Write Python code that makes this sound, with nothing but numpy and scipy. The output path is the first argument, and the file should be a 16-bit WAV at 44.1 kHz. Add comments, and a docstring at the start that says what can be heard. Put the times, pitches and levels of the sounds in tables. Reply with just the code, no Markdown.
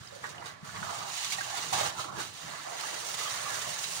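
"""Wringing laundry over a tub

Wet cloth is dunked, lifted and wrung out in a narrow concrete yard, and plunges back in once.
Entrained air rings as bubbles, the water sloshes, and run-off patters and drums into the tub.
The tub stands low and off the axis of a wide microphone pair; bare walls reflect the sound."""
import sys
import numpy as np
from scipy import signal
from scipy.io import wavfile
from scipy.ndimage import uniform_filter1d

SR = 44100
rng = np.random.default_rng(int(sys.argv[2]) if len(sys.argv) > 2 else 0)


def generate_wav(signal):
    """Clip the signal to [-1, 1] and save it as 16-bit WAV at the path in sys.argv[1]."""
    frames = np.transpose(np.atleast_2d(signal))
    scaled = np.clip(frames, -1, 1) * 32767
    pcm = np.round(scaled).astype(np.int16)
    wavfile.write(sys.argv[1], SR, pcm)


N = 176400

# air churned into the water: t/s, relative level/dB
CHURN_LEVEL = [(0.0, -56.5), (0.05, -57.5), (0.22, -57), (0.24, -39.5), (0.28, -52.5), (0.47, -47.5),
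               (0.61, -58.5), (0.66, -48.5), (0.73, -52.5), (0.77, -40.5), (0.82, -53), (0.835, -45),
               (0.855, -45.5), (0.885, -44), (0.93, -44), (1.05, -44.5), (1.17, -53.5), (1.41, -47),
               (1.61, -44.5), (1.722, -50), (1.735, -37.5), (1.79, -39.5), (1.84, -38), (1.94, -49.5),
               (2.0, -40), (2.04, -48), (2.16, -44), (2.21, -47.5), (2.32, -61), (2.53, -43), (2.62, -47.5),
               (2.85, -43), (3.13, -51.5), (3.21, -45), (3.52, -40.5), (3.72, -49), (3.77, -43),
               (3.89, -71), (4.0, -45.5)]
# pitch of the smallest bubbles, lower while the cloth is under water: t/s, f/Hz
TOP_PITCH = [(0.8, 2350), (0.9, 1496), (1.1, 1606), (1.3, 2390), (1.85, 2320), (1.97, 1474), (2.06, 1335),
             (2.13, 1560), (2.22, 1740), (2.55, 2410)]
# pitch around which bubbles cluster as the cloth moves: t/s, f/Hz
CLUSTER_PITCH = [(0.0, 1250), (0.24, 1430), (0.30, 930), (0.39, 753), (0.46, 1190), (0.70, 1220),
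                 (0.75, 950), (0.83, 1350), (0.90, 1220), (1.08, 945), (1.25, 1170), (1.45, 1210),
                 (1.58, 866), (1.68, 1160), (1.74, 790), (1.88, 875), (2.0, 1090), (2.1, 1210),
                 (2.21, 1410), (2.32, 1160), (2.55, 1220), (2.74, 850), (2.88, 830), (3.05, 1117),
                 (3.22, 1140), (3.44, 1114), (3.55, 1395), (3.72, 940), (4.0, 870)]
# spectral weighting of the loose bubbles: f/Hz, level/dB
BUBBLE_SPECTRUM = [(500, -2.5), (750, -3), (900, -7), (1200, 1.5), (1500, 0.5), (1900, 0), (2400, -7)]
def gurgle():
    """Bubble resonance: air churned in by the cloth rings at pitches set by bubble size."""
    loose = swarm(598, track(TOP_PITCH), per_s=1500, spread_db=3, cycles=8.3, rise=0.025)
    loose = unit_rms(colour(loose, BUBBLE_SPECTRUM))
    hz = track(CLUSTER_PITCH)
    cluster = swarm(hz * 0.87, hz * 1.13, per_s=510, spread_db=-0.5, cycles=6.1, rise=0.021)
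    bubbles = amp(-2) * loose + amp(-8.5) * cluster
    return scatter(bubbles * amp(track(CHURN_LEVEL)), wet_db=-3, spots=7)


# single bubbles: t/s, level/dB, f/Hz, decay time/cycles
SINGLE_BUBBLES = [(0.073, -38, 5050, 22), (0.122, -41.5, 553, 8.5), (0.157, -41.5, 530, 7.1),
                  (0.381, -36, 2870, 14), (0.2401, -27, 1784, 6.4), (0.2417, -26, 1210, 1.4),
                  (0.253, -31.5, 1620, 9), (0.424, -36.5, 935, 6.3), (0.692, -34, 1420, 5.6),
                  (0.761, -36.5, 2100, 10), (0.828, -21.5, 1450, 2.7), (0.87, -30, 1140, 4.8),
                  (0.893, -37, 775, 6.6), (0.892, -27, 1190, 3.2), (0.912, -36.5, 690, 21),
                  (0.944, -34, 1220, 7.2), (1.015, -35, 1210, 7), (1.036, -40, 877, 12),
                  (1.321, -26, 2200, 6), (1.384, -28.5, 1810, 8.7), (1.384, -26, 750, 2.8),
                  (1.408, -24.5, 1598, 11), (1.54, -31, 775, 2.5), (1.726, -20.5, 744, 4.5),
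                  (1.749, -20.5, 780, 2.1), (1.797, -28, 855, 12.4), (1.809, -22, 616, 4),
                  (1.804, -25, 3800, 14), (1.832, -27, 1160, 6), (1.95, -34.5, 867, 6.4),
                  (1.993, -32.5, 1230, 6.7), (2.042, -32.5, 1340, 7.8), (2.085, -34, 1112, 13),
                  (2.18, -39, 351, 4), (2.206, -35.5, 1490, 22), (2.663, -34, 714, 7.6),
                  (2.885, -35.5, 1936, 17), (3.19, -34, 1995, 12), (3.211, -32, 1260, 6.3),
                  (3.256, -31.5, 1230, 8.6), (3.277, -33, 3183, 27), (3.464, -33.5, 1175, 12),
                  (3.841, -27, 3960, 18)]
def plops():
    """Free oscillation: single bubbles, each excited once, ring out above the gurgle."""
    out = np.zeros(N)
    for s, db, hz, cycles in SINGLE_BUBBLES:
        add(out, s, amp(db) * bubble(hz, cycles, rise=0.01))
    return yard(out, wet_db=-8.5)


# fine spray of falling water: t/s, relative level/dB
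SPRAY_LEVEL = [(0.0, -55.5), (0.14, -56), (0.22, -55.5), (0.24, -49), (0.42, -59.5), (0.47, -45.5),
               (0.57, -69.5), (0.62, -65), (0.655, -53), (0.95, -43), (1.05, -46), (1.14, -39.5),
               (1.31, -38), (1.32, -36), (1.37, -41.5), (1.55, -41.5), (1.58, -39.5), (1.722, -40),
               (1.735, -34.5), (1.765, -37), (1.8, -35.5), (1.88, -36.5), (1.94, -50.5), (2.0, -40),
               (2.11, -57), (2.21, -39.5), (2.25, -44.5), (2.31, -50.5), (2.44, -47), (2.7, -49),
               (2.81, -41.5), (3.11, -43.5), (3.13, -47.5), (3.19, -40.5), (3.48, -42), (4.0, -41.5)]
# spectrum of drop impacts: f/Hz, level/dB
DROP_SPECTRUM = [(300, -39.5), (700, -7.5), (1400, -4.5), (2400, -3), (3200, -1), (4300, -0.5), (5500, -2),
                 (6700, 0.5), (7900, -5), (9000, -3.5), (10500, -14), (13500, -24), (14800, -17.5),
                 (16000, -17)]
def spray():
    """Impact and entrainment: drops tick on the water and leave tiny fizzing bubbles."""
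    ticks = unit_rms(clicks(per_s=2400, spread_db=4))
    fizz = swarm(2193, 9830, per_s=570, spread_db=3.5, cycles=10.2, rise=0.018)
    patter = unit_rms(colour(ticks + amp(-13.5) * fizz, DROP_SPECTRUM))
    return scatter(patter * amp(track(SPRAY_LEVEL) + 1.5), wet_db=1)


# blows on the surface: t/s, relative slap level/dB, relative spatter level/dB, decay time/s
IMPACTS = [(0.149, -58, -44.5, 0.01), (0.231, -47, -48, 0.013), (0.2404, -39, -46, 0.0053),
           (0.29, -51, -41.5, 0.011), (0.457, -40, -38.5, 0.0072), (0.645, -50, -48.5, 0.039),
           (0.745, -43, -60, 0.018), (0.831, -30, -51, 0.0037), (0.8933, -29.5, -48, 0.0053),
           (1.245, -49, -26.5, 0.005), (1.321, -63, -27.5, 0.011), (1.57, -35.5, -31.5, 0.016),
           (1.729, -36, -25.5, 0.014), (1.78, -33, -30.5, 0.025), (1.803, -36, -34, 0.013),
           (1.830, -34, -30, 0.013), (2.183, -36.5, -47, 0.036), (2.887, -58, -37, .006),
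           (2.941, -56, -32, 0.0055), (3.085, -55, -44, 0.0067), (3.141, -43, -31, 0.0095),
           (3.179, -43, -35, 0.086), (3.540, -46, -34.5, 0.019), (3.615, -44, -34, .012),
           (3.838, -63, -32.5, 0.0097), (3.884, -58, -46, 0.0051)]
# spectrum of the hollow slap: f/Hz, level/dB
SLAP_SPECTRUM = [(100, -30), (400, -0.5), (560, -5), (780, 6), (1200, 7), (1900, -4), (2800, -10),
                 (8000, -31.5)]
def slaps(size=8000, attack_s=0.0007):
    """Impact noise: cloth and gouts of water hit the surface with a hollow burst and bright spatter."""
    out, t = np.zeros(N), np.arange(size) / SR
    for s, slap_db, spatter_db, decay_s in IMPACTS:
        hollow = amp(slap_db) * unit_rms(colour(rng.standard_normal(size), SLAP_SPECTRUM))
        spatter = amp(spatter_db) * unit_rms(colour(rng.standard_normal(size), DROP_SPECTRUM))
        envelope = np.minimum(t / attack_s, 1) * np.exp(-t / decay_s)
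        add(out, s, (hollow + spatter) * envelope)
    return yard(out * amp(-1.5), wet_db=-3)


# thick water falling into the tub: t/s, relative level/dB
POUR_LEVEL = [(0.0, -58), (0.08, -66), (0.12, -56), (0.42, -49.5), (0.58, -67), (0.88, -44.5), (0.92, -42),
              (1.29, -59), (1.39, -53), (1.41, -51), (1.59, -43), (1.68, -62), (1.718, -63), (1.73, -37),
              (1.81, -38.5), (1.87, -37.5), (1.93, -57.5), (2.04, -45), (2.08, -53.5), (2.19, -46.5),
              (2.29, -64), (2.52, -46.5), (2.58, -56), (2.7, -44.5), (3.2, -50), (3.71, -45.5), (3.78, -57),
              (4.0, -51.5)]
# pitch of the drumming, lower under the steady run-off: t/s, f/Hz
POUR_PITCH = [(0.15, 526), (0.42, 666), (0.9, 696), (1.6, 720), (1.8, 693), (2.5, 684), (2.7, 680),
              (2.85, 630), (3.0, 584), (4.0, 623)]
def pour():
    """Heavily damped resonance: thick run-off drums hollowly, each ring dying within a few cycles."""
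    hz = track(POUR_PITCH)
    drum = swarm(hz * 0.917, hz * 1.083, per_s=420, spread_db=3, cycles=1.35, rise=0.002)
    return yard(drum * amp(track(POUR_LEVEL) - 2.5), wet_db=-6, lag_s=0.00096)


# steady run-off from the wrung cloth: t/s, level/dB
RUNOFF_LEVEL = [(2.4, -82), (2.7, -55.5), (2.85, -51), (3.1, -40), (3.2, -46), (3.6, -42.5), (4.0, -39.5)]
# spectrum of its hiss: f/Hz, level/dB
RUNOFF_SPECTRUM = [(200, -29), (330, -11), (480, -10), (620, -2), (1000, -5.5), (2400, -6), (4300, -6),
                   (5500, 2), (6600, 5.5), (7900, -1.5), (9000, 4), (10500, -9), (13500, -18), (14800, -16),
                   (16000, -3)]
def runoff(spurt_db=3.5):
    """Shot noise: a thin stream falls in spurts and breaks into drops whose ticks merge into hiss."""
    hiss = unit_rms(colour(clicks(per_s=10000, spread_db=2.5), RUNOFF_SPECTRUM))
    spurts = unit_rms(uniform_filter1d(uniform_filter1d(rng.standard_normal(N), size=900), size=300))
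    return scatter(hiss * amp(track(RUNOFF_LEVEL) + spurt_db * spurts), wet_db=9)


# heave of the water in the tub: t/s, level/dB
HEAVE_LEVEL = [(0.0, -58), (0.1, -63), (0.44, -56.5), (0.56, -62.5), (0.67, -59), (0.81, -50),
               (0.96, -67.5), (0.99, -53.5), (1.15, -65), (1.2, -79), (1.23, -68), (1.255, -57.5),
               (1.53, -61), (1.79, -51), (1.92, -55.5), (2.21, -53), (2.41, -67.5), (2.44, -52),
               (2.64, -66), (3.68, -56), (4.0, -61)]
# spectrum of the heave: f/Hz, level/dB
HEAVE_SPECTRUM = [(20, -55), (40, -39), (65, -12), (90, 3), (120, 1), (170, 1.5), (220, -6), (330, -12.5),
                  (450, -8), (900, -34.5), (4000, -67)]
# air trapped under the cloth: t/s, level/dB, f/Hz
AIR_POCKETS = [(0.0, -42.5, 114), (0.624, -36.5, 160), (0.789, -42.5, 160), (0.811, -37, 170),
               (0.979, -48, 131), (1.732, -39, 127), (1.768, -40, 136), (1.815, -41, 122),
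               (1.875, -42.5, 110), (1.978, -42, 113), (2.171, -40, 168)]
def slosh(gulp_cycles=3.23, gulp_rise=0.17):
    """Low-frequency oscillation: the water heaves, and trapped air gulps out in soft, rising tones."""
    heave = unit_rms(colour(clicks(per_s=1300, spread_db=0.5), HEAVE_SPECTRUM))
    heave *= amp(track(HEAVE_LEVEL))
    gulps = np.zeros(N)
    for s, db, hz in AIR_POCKETS:
        progress = np.arange(0, 1, hz / gulp_cycles / SR)
        turns = gulp_cycles * progress * (1 + gulp_rise * (progress - 1) / 2)
        add(gulps, s, amp(db) * np.sin(np.pi * progress) ** 2 * np.sin(2 * np.pi * turns))
    return scatter(heave, wet_db=-7, spots=3, hold=2000) + yard(gulps, wet_db=-16.5, lag_s=0.0016)


# big bubbles forced under the surface: t/s, relative level/dB
BURBLE_LEVEL = [(0.0, -81), (0.43, -54.5), (0.54, -82), (0.8, -74), (0.95, -64), (1.26, -70.5), (1.84, -47),
                (1.95, -63), (1.98, -50), (2.14, -55), (2.18, -44.5), (2.28, -66.5), (2.82, -55.5),
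                (4.0, -68)]
def burble():
    """Resonance falls with size: big bubbles driven down by water or cloth ring low and briefly."""
    deep = swarm(282.6, 486, per_s=260, spread_db=3.5, cycles=2.5, rise=0.019)
    return yard(deep * amp(track(BURBLE_LEVEL) - 2.5), wet_db=-13.5)


# spectrum of the outdoor background: f/Hz, level/dB
AIR_SPECTRUM = [(20, -33), (60, -32), (110, 0.5), (250, -2), (600, -5.5), (1500, -4.5), (4000, -6.5),
                (9000, -21), (16000, -44)]
def air():
    """Ambient noise: a faint, steady background, uncorrelated between the microphones."""
    return amp(-58.5) * np.array([unit_rms(colour(z, AIR_SPECTRUM)) for z in rng.standard_normal((2, N))])


def bubble(hz, cycles, rise):
    """Damped oscillator: an air pocket whose pitch climbs by the fraction `rise` per decay time."""
    age = np.arange(0, 6 * cycles, hz / SR)  # in cycles, over six decay times
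    envelope = (1 - np.exp(-2 * age)) * np.exp(-age / cycles)
    wall = envelope * np.sin(2 * np.pi * age * (1 + rise * age / cycles / 2))
    return np.gradient(wall, age) / (2 * np.pi)  # the motion of the wall radiates


def clicks(per_s, spread_db):
    """Poisson process: independent impulses of random sign and size."""
    size = amp(spread_db * np.minimum(rng.exponential(1, N), 3.2))
    return size * rng.choice([-1, 1], N) * (rng.random(N) < per_s / SR)


def swarm(lo_hz, hi_hz, per_s, spread_db, cycles, rise):
    """Incoherent sum: bubbles of many sizes are born at random moments."""
    births, out = clicks(per_s, spread_db), np.zeros(N)
    place, life = rng.random((2, N))
    pitch = lo_hz + (hi_hz - lo_hz) * place
    for i in np.flatnonzero(births):
        ring = bubble(pitch[i], cycles * (0.5 + life[i]), rise)
        add(out, i / SR, births[i] * ring / np.linalg.norm(ring))
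    return unit_rms(out)


# reverberation of the yard: f/Hz, T60/s
REVERB_TIME = [(100, 0.78), (700, 0.2), (2500, 0.17), (7000, 0.074), (15000, 0.063)]
def yard(x, wet_db, lag_s=0.000988, early_s=0.0087, early_db=8, size=9000):
    """Reflection: close walls add dense early echoes and a short tail to the direct sound."""
    t = np.arange(size) / SR
    onset = np.clip(t / 0.0024 - 1, 0, 1)
    taps = rng.standard_normal((2, size)) * onset * (1 + amp(early_db) * np.exp(-t / early_s))
    hz, age, bands = signal.stft(taps, SR, nperseg=256)
    decay = np.exp(-np.log(1000) * age / at_frequency(REVERB_TIME, hz)[:, None])
    response = signal.istft(bands * decay, SR, nperseg=256)[1]
    response *= amp(wet_db) / np.linalg.norm(response, axis=1, keepdims=True)
    right_lag_s = abs(lag_s + 0.00013 * rng.uniform(-1, 1))
    response[0, 0] += 1  # the direct sound reaches the left microphone first
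    response[1, round(right_lag_s * SR)] += 1
    return signal.oaconvolve(x[None], response, axes=1)[:, :N] / np.sqrt(1 + amp(wet_db) ** 2)


def scatter(x, wet_db, spots=5, hold=300):
    """Changing paths: the sound moves among spots in the tub, each with its own echoes."""
    spot = np.repeat(rng.integers(0, spots, N // hold + 1), hold)[:N]
    shares = (abs(uniform_filter1d(1.0 * (spot == k), hold // 2)) for k in range(spots))
    return sum(yard(x * np.sqrt(share), wet_db) for share in shares)


def amp(db):
    """Amplitude ratio of a level in decibels."""
    return 10 ** (np.asarray(db) / 20)


def unit_rms(x):
    """Normalisation to an rms of 1."""
    return x / np.sqrt(np.mean(x ** 2) + 1e-20)


def track(curve):
    """Linear interpolation of a time curve at every sample."""
    return np.interp(np.arange(N) / SR, *np.transpose(curve))


def at_frequency(points, hz):
    """Interpolation on a logarithmic frequency axis."""
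    f, value = np.transpose(points)
    return np.interp(np.log(hz + 1), np.log(f + 1), value)


def add(mix, s, sound):
    """Superposition of a sound on the mix, starting at s seconds."""
    part = mix[max(round(s * SR), 0):][:len(sound)]
    part += sound[:len(part)]


def colour(x, spectrum, size=4096):
    """Minimum-phase filtering with the given spectrum."""
    log_gain = np.log(amp(at_frequency(spectrum, abs(np.fft.fftfreq(size, 1 / SR)))))
    taps = np.fft.ifft(np.exp(np.conj(signal.hilbert(log_gain)))).real[:size // 2]
    return signal.fftconvolve(x, taps)[:len(x)]


def scene():
    """Superposition: the water sounds and the background add at each microphone."""
    return spray() + runoff() + gurgle() + pour() + burble() + plops() + slaps() + slosh() + air()


# left channel minus right: f/Hz, level/dB
CHANNEL_DIFFERENCE = [(30, 13), (70, 1.5), (130, -6), (220, 0.5), (350, -3.5), (700, -7.5), (1200, -7),
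                      (1900, -6), (2400, -3.5), (4300, -6.5), (7000, -7), (9200, -5), (11000, -10.5),
                      (15000, -19.5)]
def record(dry, cutoff_hz=15750):
    """Level difference and band limit: the left side is weaker and duller, and both are low-passed."""
    left = colour(dry[0], [(hz, db / 2) for hz, db in CHANNEL_DIFFERENCE])
    right = colour(dry[1], [(hz, -db / 2) for hz, db in CHANNEL_DIFFERENCE])
    low_pass = signal.firwin(511, cutoff_hz, window=("kaiser", 9), fs=SR)
    return signal.oaconvolve(np.array([left, right]), low_pass[None], "same", axes=1)


dry = scene()
out = record(dry)
generate_wav(out)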